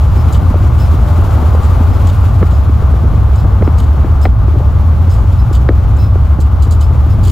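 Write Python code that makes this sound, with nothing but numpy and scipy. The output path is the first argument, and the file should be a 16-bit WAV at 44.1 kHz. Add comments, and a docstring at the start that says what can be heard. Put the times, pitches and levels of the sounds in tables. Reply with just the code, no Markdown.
"""At the open side window of a car at highway speed, heard through a phone's two microphone ports.
Air buffets the opening into a deep throb, the slipstream hisses, and eddies pop and knock on the mic.
Tyres roar, and the roar swells twice as other vehicles go by.
A loose fitting in the car squeaks and chatters on the bumps.
Sharp pops duck everything above the bass, and a limiter holds the peaks down."""
import sys
import numpy as np
from scipy import signal
from scipy.fft import rfft, irfft
from scipy.io import wavfile
from scipy.ndimage import uniform_filter1d, minimum_filter1d

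SR = 44100
rng = np.random.default_rng(int(sys.argv[2]) if len(sys.argv) > 2 else 0)


def unload_audio(sound):
    """Save the sound as a 16-bit wav file, at the path given as the first command line argument."""
    columns = np.transpose(np.atleast_2d(sound))
    # keep every value between -1 and 1, then stretch to whole-number steps
    steps = np.round(np.clip(columns, -1, 1) * 32767)
    wavfile.write(sys.argv[1], SR, steps.astype(np.int16))


N = 322371
T = np.arange(N) / SR
FREQS = np.arange(N // 2 + 1) * SR / N
LEFT_RIGHT = np.array([[1], [-1]])


def undb(db):
    """Decibels to gain."""
    return 10 ** (np.asarray(db) / 20)


def unit(x):
    """Scale to rms 1."""
    return x / np.sqrt(np.mean(x ** 2))


def pan(lean_db):
    """Stereo gains that put the left lean_db above the right."""
    return undb(lean_db * LEFT_RIGHT / 2)


def automation(table):
    """Join (time, value) breakpoints at every sample."""
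    return np.interp(T, *np.transpose(table))


def across(points):
    """Join (frequency, value) breakpoints over log frequency."""
    hz, value = np.transpose(points)
    return np.interp(np.log(FREQS + 1), np.log(hz), value)


def eq(x, response):
    """Filter by a frequency response."""
    return irfft(rfft(x) * response, N)


def high_cut(hz):
    """A soft low-pass response, 6 dB down at hz."""
    return 1 / (1 + (FREQS / hz) ** 4)


def noise(points):
    """Noise of a given spectrum, rms 1."""
    return unit(eq(rng.standard_normal(N), undb(across(points))))


def drift(rate):
    """Smooth random modulation, about rate changes a second, rms 1."""
    return unit(eq(rng.standard_normal(N), np.exp(-(FREQS / rate) ** 2)))


def add(track, start, sound):
    """Mix a short sound into a track at start seconds."""
    first = int(np.clip(start * SR, 0, N))
    track[first:first + len(sound)] += sound[:N - first]


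# centre pitch of the throb: (time [s], pitch [Hz])
THROB_PITCH = [(0, 77.4), (.3, 76.2), (.62, 87.7), (.78, 66), (.95, 86.1), (1.3, 80.53), (1.55, 72.95),
               (2.0, 76.24), (2.17, 91.2), (2.38, 86.86), (2.5, 73.74), (3.0, 73), (3.48, 65.18),
               (3.63, 84.06), (3.93, 71.02), (4.25, 81), (4.4, 67.75), (4.72, 69), (4.92, 80.17),
               (5.32, 81), (5.58, 70), (6.15, 80.35), (6.45, 70), (6.78, 83.26), (7.0, 73.1), (7.3, 87.3)]
# boom of the cabin air: (frequency [Hz], relative level [dB])
CABIN_SPECTRUM = [(10, -16.5), (22, -20.5), (32, -12.5), (45, -8), (58, 2.5), (80, -3), (100, .5),
                  (125, -7), (160, -17), (220, -26.5), (300, -37), (600, -120)]
# colour of the turbulent flutter: (frequency [Hz], relative level [dB])
FLUTTER_SPECTRUM = [(70, -26), (130, -1.5), (220, 1.5), (350, -8), (600, -16.5), (1500, -29), (4000, -70.5)]
# fader ride on the flutter: (time [s], level [dB])
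FLUTTER_LEVEL = [(0, -28.5), (1.0, -26.5), (1.6, -24), (2.1, -29.5), (2.9, -25.5), (3.8, -25), (4.4, -29.5),
                 (5.3, -26.5), (6.2, -27.5), (7.3, -22.5)]


def buffet(level_db=-6.5, wander_hz=1.509, width_hz=12, steady_s=0.14, hold_s=0.04, knee=1.54):
    """Vortices shed at the window edge pump the cabin air at a wandering rate; turbulence flutters."""
    pitch = automation(THROB_PITCH) + wander_hz * drift(2.59)
    phase = 2 * np.pi * np.cumsum(pitch) / SR
    shedding = unit(drift(width_hz) * np.cos(phase) + drift(width_hz) * np.sin(phase))
    swing = unit(shedding + undb(-0.45) * noise(CABIN_SPECTRUM))
    # the steady airstream feeds it evenly, and its largest swings saturate
    swing = swing / np.sqrt(uniform_filter1d(swing ** 2, int(steady_s * SR) + 1))
    strength = uniform_filter1d(np.abs(signal.hilbert(swing)), int(hold_s * SR) + 1)
    swing = unit(swing / (1 + (strength / knee) ** 4) ** (1 / 4))
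    side = undb(-17) * noise(CABIN_SPECTRUM) * LEFT_RIGHT
    throb = (swing + side) * undb(level_db) * pan(0.5)
    flicker = undb(6 * drift(41))
    turbulence = noise(FLUTTER_SPECTRUM) + undb(-22) * noise(FLUTTER_SPECTRUM) * LEFT_RIGHT
    return throb + undb(automation(FLUTTER_LEVEL)) * unit(flicker * turbulence)


# colour of the tyre roar: (frequency [Hz], relative level [dB])
ROAD_SPECTRUM = [(150, 4.5), (300, 3.5), (480, 1), (620, 3), (780, 2), (860, 4.5), (950, -1), (1030, 1.5),
                 (1190, 3), (1270, -0.5), (1450, -3.5), (1750, -13.5), (2500, -21), (4000, -26),
                 (7000, -35)]
# its stereo width: (frequency [Hz], side minus mid [dB])
ROAD_WIDTH = [(200, -9), (400, -7), (650, -2.5), (1000, -7), (2000, -14.5)]
# its lean to the window: (frequency [Hz], left minus right [dB])
ROAD_PAN = [(200, 0.92), (500, 2), (1100, 6), (2000, 0.5)]
# pass-bys: (time when nearest [s], level [dB], fall to half power [s])
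PASS_BYS = [(1.58, -26, 0.49), (3.85, -35, 0.84)]


def road(tyres_db=-27, ease_db_per_s=0.34, waver_db=0.5):
    """This car's tyres roar and slowly ease off; passing vehicles swell and fade with distance."""
    side = eq(noise(ROAD_SPECTRUM), undb(across(ROAD_WIDTH)))
    roar = eq(noise(ROAD_SPECTRUM) + side * LEFT_RIGHT, pan(across(ROAD_PAN)))
    own_power = undb(tyres_db - ease_db_per_s * T) ** 2
    passing_power = sum(undb(db) ** 2 / (1 + ((T - nearest) / half_s) ** 2)
                        for nearest, db, half_s in PASS_BYS)
    return roar * np.sqrt(own_power + passing_power) * undb(waver_db * drift(4.8))


# colour of the slipstream: (frequency [Hz], relative level [dB])
HISS_SPECTRUM = [(900, -11.5), (2000, 12), (3200, 8.5), (4500, 3), (6000, -0.5), (7300, 3), (8700, 3),
                 (10500, 1.5), (12000, -5.5), (14500, -2.5), (16000, -9.5)]
# its stereo width: (frequency [Hz], side minus mid [dB])
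HISS_WIDTH = [(2000, -15.5), (4500, -3.5), (8000, -17), (11000, -35)]
# airflow past the window, riding the hiss: (time [s], treble gain [dB])
AIRFLOW_RIDE = [(0, 5), (.65, 4), (1.3, 7), (2.15, 4.5), (3.15, 0.2), (4.6, -2), (5.3, 1), (6.4, -3.5),
                (7.05, -0.5), (7.3, 5)]


def slipstream(level_db=-45.5, flicker_db=1.5, mid_share=0.66, treble_hz=5500):
    """Air shears past the mirror and window frame; more airflow makes it louder and brighter."""
    hiss = noise(HISS_SPECTRUM) + eq(noise(HISS_SPECTRUM), undb(across(HISS_WIDTH))) * LEFT_RIGHT
    mids = eq(hiss, high_cut(treble_hz))
    flow_db = automation(AIRFLOW_RIDE)
    rush = mids * undb(mid_share * flow_db) + (hiss - mids) * undb(flow_db)
    return rush * undb(level_db + flicker_db * drift(27))


# squeak cues: (time [s], relative level [dB], rise [s], trim on the low partials [dB])
SQUEAK_CUES = [(0.16, -46.5, .03, -3), (0.785, -40, 0.031, -4), (1.922, -49, 0.023, -5),
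               (2.525, -52, .025, -3), (3.365, -47, 0.023, 1), (3.635, -50, 0.018, 0),
               (4.22, -38.5, 0.017, -12), (5.095, -44.5, 0.025, -5), (5.378, -47.5, .02, 3),
               (5.972, -42.5, .04, 0.5), (6.818, -47, .02, 0), (7.09, -49, .024, -3)]
# the notes in a squeak: (frequency [Hz], relative level [dB])
SQUEAK_PARTIALS = [(2600, -5.5), (3967, -6.5), (4360, -12), (5163, -0.5), (5430, -11.5), (7305, -18),
                   (7806, -15), (10244, -17), (13232, -24), (14583, -23)]


def squeaks(gain_db=2, scrape_db=-4, low_hz=4700, waver=0.004, rough_db=1.8):
    """The loose fitting rubs and sings briefly on nearly steady partials, with a little dry scrape."""
    rub, low_rub = np.zeros((2, N))
    for start, db, rise, low_db in SQUEAK_CUES:
        age = T[:SR // 4] / rise
        swell = undb(db) * age ** 2 * np.exp(2 * (1 - age))
        add(rub, start, swell)
        add(low_rub, start, undb(low_db) * swell)
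    scrape = noise([(1500, -16.0), (2600, -5.5), (8000, -7.0), (15000, -3.5)])
    out = rub * undb(scrape_db) * scrape
    for hz, db in SQUEAK_PARTIALS:
        phase = 2 * np.pi * np.cumsum(hz * (1 + waver * drift(220))) / SR
        roughness = unit(undb(rough_db * drift(90)))
        envelope = low_rub if hz < low_hz else rub
        out += envelope * undb(db) * roughness * np.sin(phase)
    return out * undb(gain_db) * pan(2)


def eddy(hz, end_hz, length, fall_s=0.001304, attack_s=0.0005, rough=0.46, crack_hz=2250):
    """An eddy pops on the port: a ragged flick, then pressure swings that drop in pitch and die."""
    t = T[:SR // 25]
    flick = np.exp(-t / fall_s)
    pitch = end_hz + (hz - end_hz) * flick
    swings = np.sqrt(end_hz / pitch) * np.sin(2 * np.pi * np.cumsum(pitch) / SR)
    ragged = unit(signal.sosfilt(signal.butter(4, hz, fs=SR, output="sos"), rng.standard_normal(len(t))))
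    envelope = (1 - np.exp(-t / attack_s)) * np.exp(-(t / length) ** 3)
    dull = signal.butter(6, crack_hz, fs=SR, output="sos")
    return signal.sosfilt(dull, envelope * (swings + rough * np.sqrt(flick) * ragged))


# strong wind pops: (time [s], level [dB], starting pitch [Hz], final pitch [Hz], length [s])
EDDY_CUES = [(0.303, -15.5, 600, 298, 0.0062), (0.542, -9.5, 1080, 447, .004),
             (0.556, -10.5, 700, 298, 0.0053), (0.94, -11, 500, 256.8, 0.0065),
             (1.426, -10, 600, 230, 0.0062), (1.548, -9.5, 906, 447, .005),
             (2.4275, -3.5, 1602, 294, 0.0075), (2.694, -9.5, 520, 246, 0.0074),
             (2.821, -16.5, 800, 409.7, 0.0082), (2.939, -14, 1210, 296, 0.0056),
             (3.055, -16.5, 697.6, 277.5, 0.0047), (3.623, -5.5, 800, 389.4, 0.0069),
             (3.6755, -6.5, 1280, 254.7, .011), (4.044, -9, 1170, 274, 0.0099),
             (4.254, -7.5, 2200, 268, 0.01), (4.267, -6.5, 794, 380, 0.0054), (4.48, -14, 492, 340, 0.011),
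             (4.539, -12, 590.6, 301.4, 0.0058), (4.557, -11, 598.7, 321.5, 0.0056),
             (4.604, -13, 700, 328, 0.0047), (5.511, -12, 816, 295, 0.0072), (5.685, -16, 800, 403, 0.0036),
             (5.6885, -2, 1930, 304, 0.0105), (5.691, -9, 776, 599.4, 0.0036),
             (5.703, -11, 700, 420, 0.0075), (5.722, -14, 650, 400, 0.0031),
             (6.156, -13, 917.4, 337, 0.0067), (7.065, -14, 499.6, 260, 0.0074)]


def eddies(small_count=30, small_db=-25, scatter_db=3):
    """Strong eddies strike the microphone on cue, among small ones scattered at random."""
    out = np.zeros(N)
    for start, db, hz, end_hz, length in EDDY_CUES:
        add(out, start, undb(db) * eddy(hz, end_hz, length))
    for when, size, pitch in rng.random((small_count, 3)):
        pop = eddy(350 + 450 * pitch, 220 + 180 * pitch, length=0.0037)
        add(out, when * N / SR, undb(small_db + scatter_db * size) * pop)
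    return out * pan(1)


# bumps that shake the fitting: (time [s], level [dB], decay [s], relative level of the low modes [dB])
CHATTER_CUES = [(.325, -27, 0.026, -3), (.340, -31, 0.011, 13.5), (.78, -39, 0.044, 5),
                (1.623, -38.5, 0.064, 0), (2.07, -32.5, 0.028, 5), (2.504, -43, 0.056, 4),
                (3.354, -39, 0.045, -1), (3.782, -30.5, 0.032, 1), (4.213, -38, 0.05, 1),
                (5.095, -37.5, 0.063, -4), (5.529, -29, 0.029, 3), (5.967, -37.5, 0.018, 2),
                (6.403, -31, 0.019, -3), (6.622, -34, 0.032, 0.5), (6.709, -29.5, .028, -4),
                (6.808, -33, 0.024, 1), (7.233, -32, 0.18, 0.5)]
# ring of the fitting: (frequency [Hz], bandwidth [Hz], relative level [dB])
FITTING_MODES = [(3010, 46, 6), (3280, 60, 4.5), (3660, 50, 4.5), (4030, 70, -7.5), (4120, 120, -2.5),
                 (4610, 88, -0.5), (4880, 42, 0.5), (5230, 80, -4), (6640, 78, 1.5), (7060, 86, 3.5),
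                 (7260, 80, 7), (7870, 110, 7.5), (8120, 95, 3), (8650, 81, -1), (9200, 74, 2.5),
                 (9770, 130, -1.5), (11900, 100, -4.5), (12550, 120, -12), (13676, 70, -13),
                 (14600, 330, -18)]


def chatter(stop_s=0.012, build_s=0.0034, low_hz=4000, detune=0.0026, grain_db=4, dry_db=-11):
    """Each bump shakes the loose fitting into a dying run of dense contacts that ring its modes."""
    t = T[:SR // 2]
    freqs = np.fft.rfftfreq(len(t), 1 / SR)
    click_db = across([(2000, -12.5), (3000, 9.0), (5800, 0.5), (8500, -3.0),
                       (11000, -11.5), (14700, -3), (16000, -13.5)])
    click = np.interp(freqs, FREQS, undb(dry_db + click_db))
    low_band = 1 / (1 + (freqs / low_hz) ** 20)
    grain = unit(undb(grain_db * drift(340)))
    mid, side = np.zeros((2, N))
    for start, db, decay, low_db in CHATTER_CUES:
        # it seats a little differently each time, which shifts its modes
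        shifts = 1 + detune * rng.standard_normal(len(FITTING_MODES))
        body = click + sum(undb(mode_db) / (1 + 2j * (freqs - hz * shift) / width)
                           for (hz, width, mode_db), shift in zip(FITTING_MODES, shifts))
        contacts = np.roll(grain, -int(start * SR))[:len(t)] * rng.standard_normal((2, len(t)))
        run = undb(db) * np.exp(-t / decay - np.maximum(t - 2 * decay, 0) / stop_s) * contacts
        # the heavier, low modes take a moment to build up
        late = 0.8 * undb(low_db) * run * (1 - np.exp(-t / build_s))
        drive = rfft(run) * (1 - low_band) + rfft(late) * low_band
        ringing = irfft(drive * body, len(t)) / np.sqrt(np.mean(np.abs(body) ** 2))
        add(mid, start, ringing[0])
        add(side, start, ringing[1])
    return mid + undb(-13) * side * LEFT_RIGHT


# brief whines in the road noise: (time [s], level [dB], length [s], pitch [Hz])
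WHINE_CUES = [(1.03, -28, 0.17, 594), (4.495, -30, 0.23, 588)]


def whines(waver=0.0047):
    """A faint, slightly wavering tone swells out of the road noise and sinks back."""
    out = np.zeros(N)
    for start, db, length, hz in WHINE_CUES:
        swell = np.sin(np.linspace(0, np.pi, int(length * SR)))
        phase = 2 * np.pi * np.cumsum(hz * (1 + waver * drift(30)[:len(swell)])) / SR
        add(out, start, undb(db) * swell * np.sin(phase))
    return out * pan(3)


# knocks under the hardest pops: (time [s], relative level [dB], rattle decay [s], high cut [Hz])
KNOCK_CUES = [(2.4277, -14, 0.0019, 3800), (3.6235, -13, 0.0026, 3600), (3.676, -15, .002, 3400),
              (4.254, -0.5, 0.0028, 4400), (5.6895, -4, 0.00095, 4900)]
# their hollow ring: (frequency [Hz], bandwidth [Hz], relative level [dB])
HOLLOW_MODES = [(520, 130, -6.5), (738, 110, 2), (1345, 150, -5), (1780, 290, -6), (2020, 230, -1.5),
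                (3020, 400, -17), (3770, 350, -17), (4550, 300, -24)]


def knocks(rattle=0.037):
    """The hardest eddies jolt something hollow near the mic: a cushioned blow and a rattle ring it."""
    t = T[:SR // 20]
    body = sum(undb(db) * np.exp(-np.pi * width * t) * np.sin(2 * np.pi * hz * t)
               for hz, width, db in HOLLOW_MODES)
    body /= np.abs(body).max()
    out = np.zeros(N)
    for start, db, decay, top_hz in KNOCK_CUES:
        blow = (t == 0) + rattle * rng.standard_normal(len(t)) * t / decay * np.exp(1 - t / decay)
        cushioned = signal.sosfilt(signal.butter(8, top_hz, fs=SR, output="sos"), blow)
        add(out, start, undb(db) * signal.fftconvolve(cushioned, body))
    return out * pan(1)


def scene(breakup=3, settle_s=0.0022):
    """Mix wind, road and the loose fitting; a strong eddy breaks up the buffeting for a moment."""
    pops = eddies()
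    size = int(settle_s * SR) + 1
    pop_envelope = uniform_filter1d(uniform_filter1d(np.abs(pops[0]), size), size)
    wind = buffet() / (1 + breakup * pop_envelope)
    return wind + pops + knocks() + road() + whines() + slipstream() + chatter() + squeaks()


def duck(x, threshold_db=-23, slope=0.8, attack_s=0.0067, lag_s=0.011, release_db_per_s=22):
    """Gain control above the bass: just after a sharp pop or knock it turns down, then creeps back."""
    size, lag = int(attack_s * SR) + 1, int(lag_s * SR)
    sidechain = eq(x.mean(axis=0), 1 - high_cut(hz=900))
    power = uniform_filter1d(sidechain ** 2, size)
    level_db = 10 * np.log10(np.maximum(power, undb(threshold_db) ** 2))
    recovery = release_db_per_s * T
    cut_db = np.maximum.accumulate(slope * (level_db - threshold_db) + recovery) - recovery
    late_cut_db = signal.lfilter(np.r_[np.zeros(lag), np.ones(size) / size], 1, cut_db)
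    bass = eq(x, high_cut(hz=200))
    return bass + (x - bass) * undb(-late_cut_db)


# phase between the two microphone ports: (frequency [Hz], left minus right [rad])
MIC_PHASE = [(20, 0), (5000, 0), (6800, -.7), (7400, -1.9), (8200, -2.5), (8800, -np.pi), (9600, -3.9),
             (11000, -4.6), (12000, -5.8), (13000, -2 * np.pi)]


def record(dry, ceiling=0.99, lookahead_s=0.00097, top_hz=15750):
    """The ports differ in treble phase; pops duck the gain; a limiter holds peaks; the top is cut."""
    right_shift = np.exp(1j * across(MIC_PHASE) * np.array([[0], [-1]]))
    ports = duck(eq(dry, right_shift))
    reach = int(lookahead_s * SR) + 1
    safe_gain = ceiling / np.maximum(np.abs(ports).max(axis=0), ceiling)
    limiter_gain = uniform_filter1d(minimum_filter1d(safe_gain, reach), reach)
    top_cut = signal.ellip(10, 0.1, 80, top_hz, fs=SR, output="sos")
    return signal.sosfilt(top_cut, ports * limiter_gain)


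dry = scene()
out = record(dry)
unload_audio(out)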